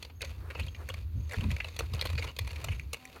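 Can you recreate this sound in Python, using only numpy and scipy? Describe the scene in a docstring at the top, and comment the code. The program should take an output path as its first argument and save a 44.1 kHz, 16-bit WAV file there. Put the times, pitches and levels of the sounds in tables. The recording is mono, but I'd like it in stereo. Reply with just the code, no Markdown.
"""A nunchaku is swung and caught on dry ground outdoors. From the start, air hisses softly, a light
wind buffets each microphone port (opening) in turn, and the chain rattles. At once the sticks begin
to clack, each hit making them ring briefly, and a far insect starts chirping. Around half a second in,
the sticks swish through the air and the chain scrapes over one. At 1.4 s air whooshes across the right
port. The clacks go on until about 3 s, when the wind drops and a faint steady tone sounds."""
import sys
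import numpy as np
from scipy import signal
from scipy.fft import rfft, irfft
from scipy.io import wavfile
from scipy.ndimage import uniform_filter1d

SR = 44100
rng = np.random.default_rng(int(sys.argv[2]) if len(sys.argv) > 2 else 0)


def file_out(sig):
    """Save sig as 16-bit WAV at sys.argv[1]."""
    # one column per channel
    cols = np.atleast_2d(sig).T
    # limit, then scale
    lim = np.clip(cols, -1, 1)
    pcm = np.round(lim * 32767).astype(np.int16)
    wavfile.write(sys.argv[1], SR, pcm)


N = 141120
T = np.arange(N) / SR
HZ = np.fft.rfftfreq(N, 1 / SR)


def amp(db):
    """Turns decibels into a number to multiply by."""
    return 10 ** (np.asarray(db) / 20)


def unit(x):
    """Scales a sound to an average (rms) level of 1."""
    return x / np.sqrt(np.mean(x ** 2) + 1e-20)


def bell(s, spread):
    """A smooth rise and fall that peaks at time s."""
    return np.exp(-.5 * ((T - s) / spread) ** 2)


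def arch(s, length):
    """Half a sine wave that starts at time s."""
    return np.sin(np.pi * np.clip((T - s) / length, 0, 1))


def lowpass(x, hz):
    """Dulls a sound above the given frequency."""
    return signal.sosfilt(signal.butter(2, hz, fs=SR, output="sos"), x)


def noise(colour):
    """Noise shaped by rows of f/Hz, level/dB."""
    hz, db = np.transpose(colour)
    gain = amp(np.interp(np.log(HZ + 1), np.log(hz), db))
    return unit(irfft(rfft(rng.standard_normal(N)) * gain, N))


def steady(x, span_s):
    """Evens out the slow chance swells of a noise."""
    power = abs(signal.hilbert(x)) ** 2
    for _ in range(2):
        power = uniform_filter1d(power, int(span_s * SR))
    return unit(x / np.sqrt(abs(power) + 1e-9))


def echoes(x, fade_s):
    """Scattered reflections, different at each port, that drop 60 dB in fade_s."""
    t = T[:min(len(x), SR // 2)]
    taps = rng.standard_normal((2, len(t))) * amp(-60 * t / fade_s)
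    taps /= np.linalg.norm(taps, axis=1, keepdims=True)
    return signal.fftconvolve(x[None], taps, axes=1)[:, :len(x)]


# How far the left port's wave runs ahead of the right's: f/Hz, phase/rad
LEFT_LEAD = [(0, -0.5), (2000, 1.3), (4400, 1.45), (7500, 2.5), (11000, 1.5), (15000, 4)]
def ports(x):
    """Makes a left and right pair; all but the low pitches reach the left a moment sooner."""
    phase = np.interp(np.fft.rfftfreq(len(x), 1 / SR), *np.transpose(LEFT_LEAD))
    return np.array([x, irfft(rfft(x) * np.exp(-1j * phase), len(x))])


# The colour (mix of low and high) of the open air: f/Hz, level/dB
AIR_COLOUR = [(30, 8), (250, 12.5), (550, -6.5), (1200, -5.5), (3000, -12), (8000, -34.5), (12000, -10.5),
              (16000, -15)]
def air():
    """A soft, even hiss, separate at each port."""
    return amp(-59.5) * np.array([noise(AIR_COLOUR), noise(AIR_COLOUR)])


# Wind strength: t/s, left level/dB, right level/dB
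WIND_LEVELS = [(0, -49.5, -44.5), (0.119, -46.5, -48.5), (.3, -32, -51), (.4, -43.5, -31), (.62, -35, -54),
               (.75, -46.5, -37), (1.0, -39, -33.5), (1.25, -38, -30.5), (1.45, -48, -56),
               (1.6, -40, -34.5), (1.72, -39, -45), (1.82, -52, -28.5), (1.98, -30.5, -37),
               (2.24, -35, -28.5), (2.35, -49, -49.5), (2.418, -30, -31.5), (2.58, -36, -40.5),
               (2.72, -35, -32.5), (2.88, -51, -33), (2.95, -41.5, -43), (3.0, -71, -62), (3.2, -64, -48.5)]
# Sudden puffs: t/s, spread/s, level/dB, port (0 left, 1 right)
PUFFS = [(0.633, 0.017, -28, 0), (0.638, 0.035, -26.5, 1), (1.185, 0.025, -26, 1), (1.387, 0.009, -16.5, 1),
         (1.474, 0.036, -24, 1), (1.532, 0.017, -23.5, 1), (1.93, 0.022, -24.5, 0), (2.058, 0.011, -27, 1),
         (2.148, 0.012, -22, 0), (2.709, 0.023, -24.5, 1)]
# The colours of the rumble and the puffs: f/Hz, level/dB
RUMBLE_COLOUR = [(30, -36), (48, -9.5), (64, -2), (79, 4), (98, -6), (125, -16.5), (200, -33.5),
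                 (400, -38.5), (1500, -106)]
PUFF_COLOUR = [(15, -50), (40, -8), (85, 10.5), (120, -2.5), (210, -18.5), (320, -32), (600, -40),
               (2000, -89)]
def wind():
    """Wind rumbles on each port separately, with short, brighter puffs."""
    times, *levels = np.transpose(WIND_LEVELS)
    out = np.zeros((2, N))
    for port in range(2):
        strength = amp(np.interp(T, times, levels[port]))
        puffs = sum(amp(db) * bell(s, spread) for s, spread, db, side in PUFFS if side == port)
        out[port] = steady(noise(RUMBLE_COLOUR), span_s=0.045) * strength
        out[port] += steady(noise(PUFF_COLOUR), span_s=0.026) * puffs
    return out


# The pitches (modes) at which sticks and chain ring, in four groups: f/Hz, width/Hz, level/dB
KNOCK = [(502, 136, -1.5), (957, 77, -4.5), (1264, 470, -3)]
MAIN_RING = [(2145, 470, -4.5), (2460, 140, -2), (2682, 320, -4)]
HIGH_RING = [(3764, 1030, -0.13), (4265, 157, -0.82), (4420, 370, -1.5)]
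TICK = [(6305, 1330, 8.5), (7195, 2100, 9), (8600, 1370, 3.5), (12100, 1900, 1.5), (14300, 3400, -6)]
def ring(contacts, modes, detune=0):
    """Contacts set a group of modes ringing; detune shifts each pitch a little by chance."""
    out = 0
    for k, (hz, width, db) in enumerate(modes):
        hz *= 1 + detune * rng.uniform(-1, 1)
        ringing = signal.lfilter(*signal.iirpeak(hz, hz / width, SR), contacts)
        out += (-1) ** k * amp(db) * unit(ringing)
    band = [modes[0][0] * 0.6, modes[-1][0] * 1.23]
    return signal.sosfilt(signal.butter(2, band, "band", fs=SR, output="sos"), out)


# How loudly the chain jingles and clothes rustle: t/s, level/dB
RATTLE_LEVELS = [(0, -56.5), (.19, -75), (.25, -49.5), (.45, -68.5), (.63, -52), (.72, -62.5), (.98, -56.5),
                 (1.08, -67.5), (1.28, -61.5), (1.33, -51), (1.66, -55), (1.87, -56), (2.05, -49.5),
                 (2.28, -51.5), (2.34, -62), (2.43, -54), (2.73, -52), (2.88, -66), (2.97, -55), (3.2, -57)]
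def rattle():
    """Chain links scuff and ring; near rest only a smooth, dry rustle is left."""
    links_per_s, scuff_s, rest_db = 330, .002, -62
    touches = rng.random(N) < links_per_s / SR
    strengths = amp(5 * np.minimum(rng.exponential(1, N), 3))
    scuffs = unit(signal.lfilter([1], [1, -np.exp(-1 / (scuff_s * SR))], touches * strengths))
    motion = amp(np.interp(T, *np.transpose(RATTLE_LEVELS)))
    loose = motion / (motion + amp(rest_db))  # near 0 at rest, near 1 when shaken
    rub = lambda: (loose * scuffs + 1 - loose) * rng.standard_normal(N)
    sound = 0
    for modes, db in (KNOCK, -7), (MAIN_RING, -0.5), (HIGH_RING, -6.5), (TICK, -9.5):
        sound += amp(db) * unit(ring(rub(), modes)) * (loose if modes is MAIN_RING else 1)
    return (sound + amp(-14) * rub()) * motion  # plain rubbing adds dry treble


# Stick hits: t/s, chatter length/s, main ring f/Hz, then level/dB of knock, main ring, high ring, tick
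HITS = [(0.026, 0.0027, 2640, -54, -43.5, -40.5, -47.5), (0.048, 0.0039, 2600, -54, -50, -46, -56),
        (0.098, 0.0056, 2750, -58, -53.5, -64, -71), (0.2075, 0.005, 2330, -54, -43, -51, -57),
        (0.2173, 0.003, 2260, -45.5, -40, -38, -42.5), (0.226, 0.003, 2480, -51, -42, -52, -70),
        (0.235, 0.0058, 2170, -44, -46, -55, -76), (0.247, 0.0029, 2330, -62, -47, -47, -49.5),
        (0.5012, 0.0091, 2350, -47.5, -39.5, -51.5, -56.5), (0.5494, 0.0051, 2600, -42.5, -43, -50.5, -61),
        (0.59, 0.01, 2460, -43, -40, -67, -68), (0.5954, 0.0061, 2580, -62, -38.5, -47.5, -49),
        (0.6655, 0.001, 2600, -68, -66, -54, -59), (0.6824, 0.0019, 3060, -61, -47, -55, -63),
        (0.747, 0.005, 2440, -62, -48, -55, -70), (0.888, 0.0032, 2150, -50.5, -39.5, -53, -45),
        (0.897, 0.0045, 2960, -42.5, -40, -52, -53), (0.9402, 0.0026, 2300, -51, -44, -47, -51),
        (1.294, 0.0018, 2270, -57, -51.5, -56, -59), (1.311, 0.0026, 2100, -60, -43, -50, -54),
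        (1.32, 0.0045, 2550, -49, -45, -52, -50), (1.333, 0.0032, 1980, -49, -40.5, -56, -50),
        (1.341, 0.0035, 1720, -44, -39.5, -49, -59), (1.408, 0.002, 2750, -58, -40.5, -56, -53.5),
        (1.439, 0.0037, 2460, -64, -45.5, -49.5, -56), (1.5046, 0.0037, 2320, -57, -41, -49, -53),
        (1.514, 0.0027, 2420, -50, -40, -43.5, -45.5), (1.564, 0.0021, 2330, -52, -41, -50, -53),
        (1.6013, 0.0031, 2460, -49, -29.5, -46, -58), (1.6444, 0.0044, 2630, -47, -39, -43.5, -54.5),
        (1.683, 0.0042, 2420, -52, -49, -48, -54.5), (1.764, 0.0015, 2390, -56, -46, -42, -50.5),
        (1.79, 0.0041, 2460, -42, -37, -39, -38), (1.7952, 0.0035, 2670, -41, -38.5, -47, -40.5),
        (1.806, 0.0013, 2470, -36, -49, -43, -52), (1.9355, 0.0027, 2670, -46.5, -48, -43.5, -49),
        (1.946, 0.0038, 2490, -47.5, -45, -54, -47.5), (1.993, 0.003, 2900, -49.5, -43, -43.5, -69),
        (2.0125, 0.00099, 2460, -54, -35, -30, -43), (2.022, 0.0038, 2260, -45, -38, -43, -51),
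        (2.053, 0.006, 2850, -37, -40, -36.5, -44.5), (2.07, 0.0015, 2090, -64, -48, -41.5, -51),
        (2.1006, 0.0031, 2360, -46, -45.5, -45, -49), (2.155, 0.00086, 2450, -69, -56, -48, -66),
        (2.178, 0.0047, 2400, -50, -35, -41, -51), (2.188, 0.008, 2320, -42, -41, -42.5, -49),
        (2.2236, 0.0015, 2475, -54, -37.5, -48, -56), (2.229, 0.00099, 2400, -46.5, -43, -45.5, -57),
        (2.242, 0.0042, 2370, -42, -46, -43.5, -48.5), (2.269, 0.021, 2780, -46, -41, -49.5, -72),
        (2.365, 0.0015, 2420, -55, -51, -44, -51), (2.388, 0.0029, 2230, -42.5, -34, -33, -38),
        (2.4745, 0.0014, 2420, -47.5, -46, -48.5, -49.5), (2.5056, 0.0042, 2730, -55, -45, -47.5, -58),
        (2.515, 0.00093, 2790, -57, -68, -64, -52), (2.558, 0.0044, 2470, -58.5, -44, -48, -56),
        (2.642, 0.003, 2680, -44, -41, -43, -39), (2.6843, 0.0039, 2570, -43.5, -38, -52.5, -55),
        (2.7144, 0.011, 2570, -54, -39.5, -64, -55), (2.796, 0.00096, 2460, -75, -40, -54.5, -54.5),
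        (2.9311, 0.0036, 2580, -43.5, -39, -38.5, -36.5), (2.9423, 0.0037, 2590, -49, -37.5, -47, -46),
        (3.053, 0.0011, 2470, -78, -47.5, -67, -48.5)]
def clacks():
    """Each clack is one contact and a quick chatter, and rings at slightly different pitches."""
    contacts_per_s, pitch_scatter, main_ring_hz = 3500, 0.049, 2460
    out, t = np.zeros((2, N)), T[:2048]
    lead = 64  # silent samples before the hit
    for s, length, pitch_hz, *levels in HITS:
        contacts = rng.standard_normal(len(t)) * (rng.random(len(t)) < contacts_per_s / SR)
        contacts *= np.exp(-0.39 * (t / max(length, 1e-3)) ** 2)
        contacts[0] = 1.2  # the first contact
        contacts = np.roll(contacts, lead)
        shifted_ring = [(hz * pitch_hz / main_ring_hz, width, db) for hz, width, db in MAIN_RING]
        sound = amp(levels[-1] - 5) * ports(unit(contacts))  # dry crack, 5 dB below the tick
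        for modes, db in zip((KNOCK, shifted_ring, HIGH_RING, TICK), levels):
            ringing = ring(contacts, modes, 0 if modes is shifted_ring else pitch_scatter)
            bounce = amp(-2) * echoes(ringing, fade_s=0.018)  # off the body and the ground
            sound += amp(db) * unit(ports(ringing) + bounce)
        sound *= np.sqrt(.01 * SR / len(t))  # levels count as if the clack lasted 10 ms
        start = round(s * SR) - lead
        out[:, start:start + len(t)] += sound
    return out


def insect():
    """A far insect chirps at an even pace: a thin, high buzz that flutters."""
    pitch_hz, width_hz, flutters_per_s, every_s = 6440, 260, 27, .51
    band = np.exp(-((HZ - pitch_hz) / width_hz) ** 2)
    buzz = unit(irfft(rfft(rng.standard_normal(N)) * band, N))
    flutter = unit(abs(np.sin(np.pi * flutters_per_s * T)))
    chirps = sum(np.sqrt(arch(s, length=.17)) for s in np.arange(.135, 2.97, every_s))
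    return amp(-70) * buzz * flutter * chirps


# Swings of the sticks: t/s, spread/s, level/dB
SWINGS = [(0.478, 0.069, -55.5), (0.583, 0.011, -53.5), (0.811, 0.022, -52), (1.34, 0.019, -56),
          (1.432, 0.03, -52.5), (1.835, 0.012, -51.5), (2.007, 0.049, -53), (2.254, 0.026, -53.5),
          (2.624, 0.052, -55), (3.167, 0.0097, -49.5)]
# The colour of a swish: f/Hz, level/dB
SWISH_COLOUR = [(100, -39), (300, -1.5), (520, -4.5), (750, -8), (1100, -6.5), (1800, -10.5), (3000, -27.5)]
def swishes():
    """Air noise swells and fades as a stick passes."""
    power = sum((amp(db) * bell(s, spread)) ** 2 for s, spread, db in SWINGS)
    return noise(SWISH_COLOUR) * np.sqrt(power)


def glide(s, length, from_hz, to_hz, width_hz, db):
    """A narrow band of noise slides in pitch as it swells and fades."""
    pitch_hz = np.interp(T, [s, s + length], [from_hz, to_hz])
    blur = lowpass(rng.standard_normal(N) + 1j * rng.standard_normal(N), width_hz / 2)
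    band = (blur * np.exp(2j * np.pi * np.cumsum(pitch_hz) / SR)).real  # lifts the noise to the pitch
    return amp(db) * arch(s, length) * steady(band, span_s=0.0074)


# Chain scrapes: t/s, length/s, first f/Hz, last f/Hz, width/Hz, level/dB
CHAIN_SCRAPES = [(0.546, 0.04, 2600, 2630, 160, -48), (0.584, 0.054, 2450, 3034, 300, -47),
                 (0.623, 0.02, 2900, 4560, 600, -48.5), (1.297, 0.067, 580, 473, 110, -50),
                 (1.36, .035, 2680, 2370, 200, -53), (1.43, 0.02, 950, 994, 60, -47.5),
                 (2.177, .014, 2560, 2405, 150, -37)]
def scrapes():
    """The chain drags over a stick and makes it sing."""
    return sum(glide(*row) for row in CHAIN_SCRAPES)


# One low rush of air: t/s, length/s, first f/Hz, last f/Hz, width/Hz, level/dB
AIR_RUSH = (1.41, .11, 210, 180, 105, -30)
def whoosh():
    """Air blows across the right port only."""
    return np.outer([0, 1], glide(*AIR_RUSH))


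# The tone's harmonics (1, 2, 3... times its pitch): level/dB
HARMONICS = [-63, -88, -62.5, -68.5, -78]
def far_tone():
    """A faint, far tone swells and fades on one steady pitch."""
    pitch_hz = 255
    tone = sum(amp(db) * np.sqrt(2) * np.sin(2 * np.pi * (k * pitch_hz * T + rng.random()))
               for k, db in enumerate(HARMONICS, 1))
    return tone * arch(2.97, length=0.18)


def scene():
    """The nunchaku in front of the two ports, in open air."""
    rustle = lambda: rattle() + swishes()
    scattered = amp(-6) * np.array([rustle(), rustle()])  # reaches each port on its own
    nunchaku = clacks() + ports(rustle() + scrapes()) + scattered
    tree_echo = amp(-12) * echoes(lowpass(nunchaku[0], hz=4530), fade_s=0.16)
    heard = air() + nunchaku + tree_echo + insect() + far_tone()
    balance = amp([[-0.56], [2]])  # left, right
    return heard * balance + wind() + whoosh()


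def record(dry):
    """Trims away the deepest rumble and the highest treble."""
    lowest_hz, highest_hz = 36, 16200
    trimmed = signal.sosfilt(signal.butter(2, lowest_hz, "high", fs=SR, output="sos"), dry)
    treble_cut = signal.firwin(511, highest_hz, window=("kaiser", 9), fs=SR)
    return signal.oaconvolve(trimmed, treble_cut[None], "same")


dry = scene()
out = record(dry)
file_out(out)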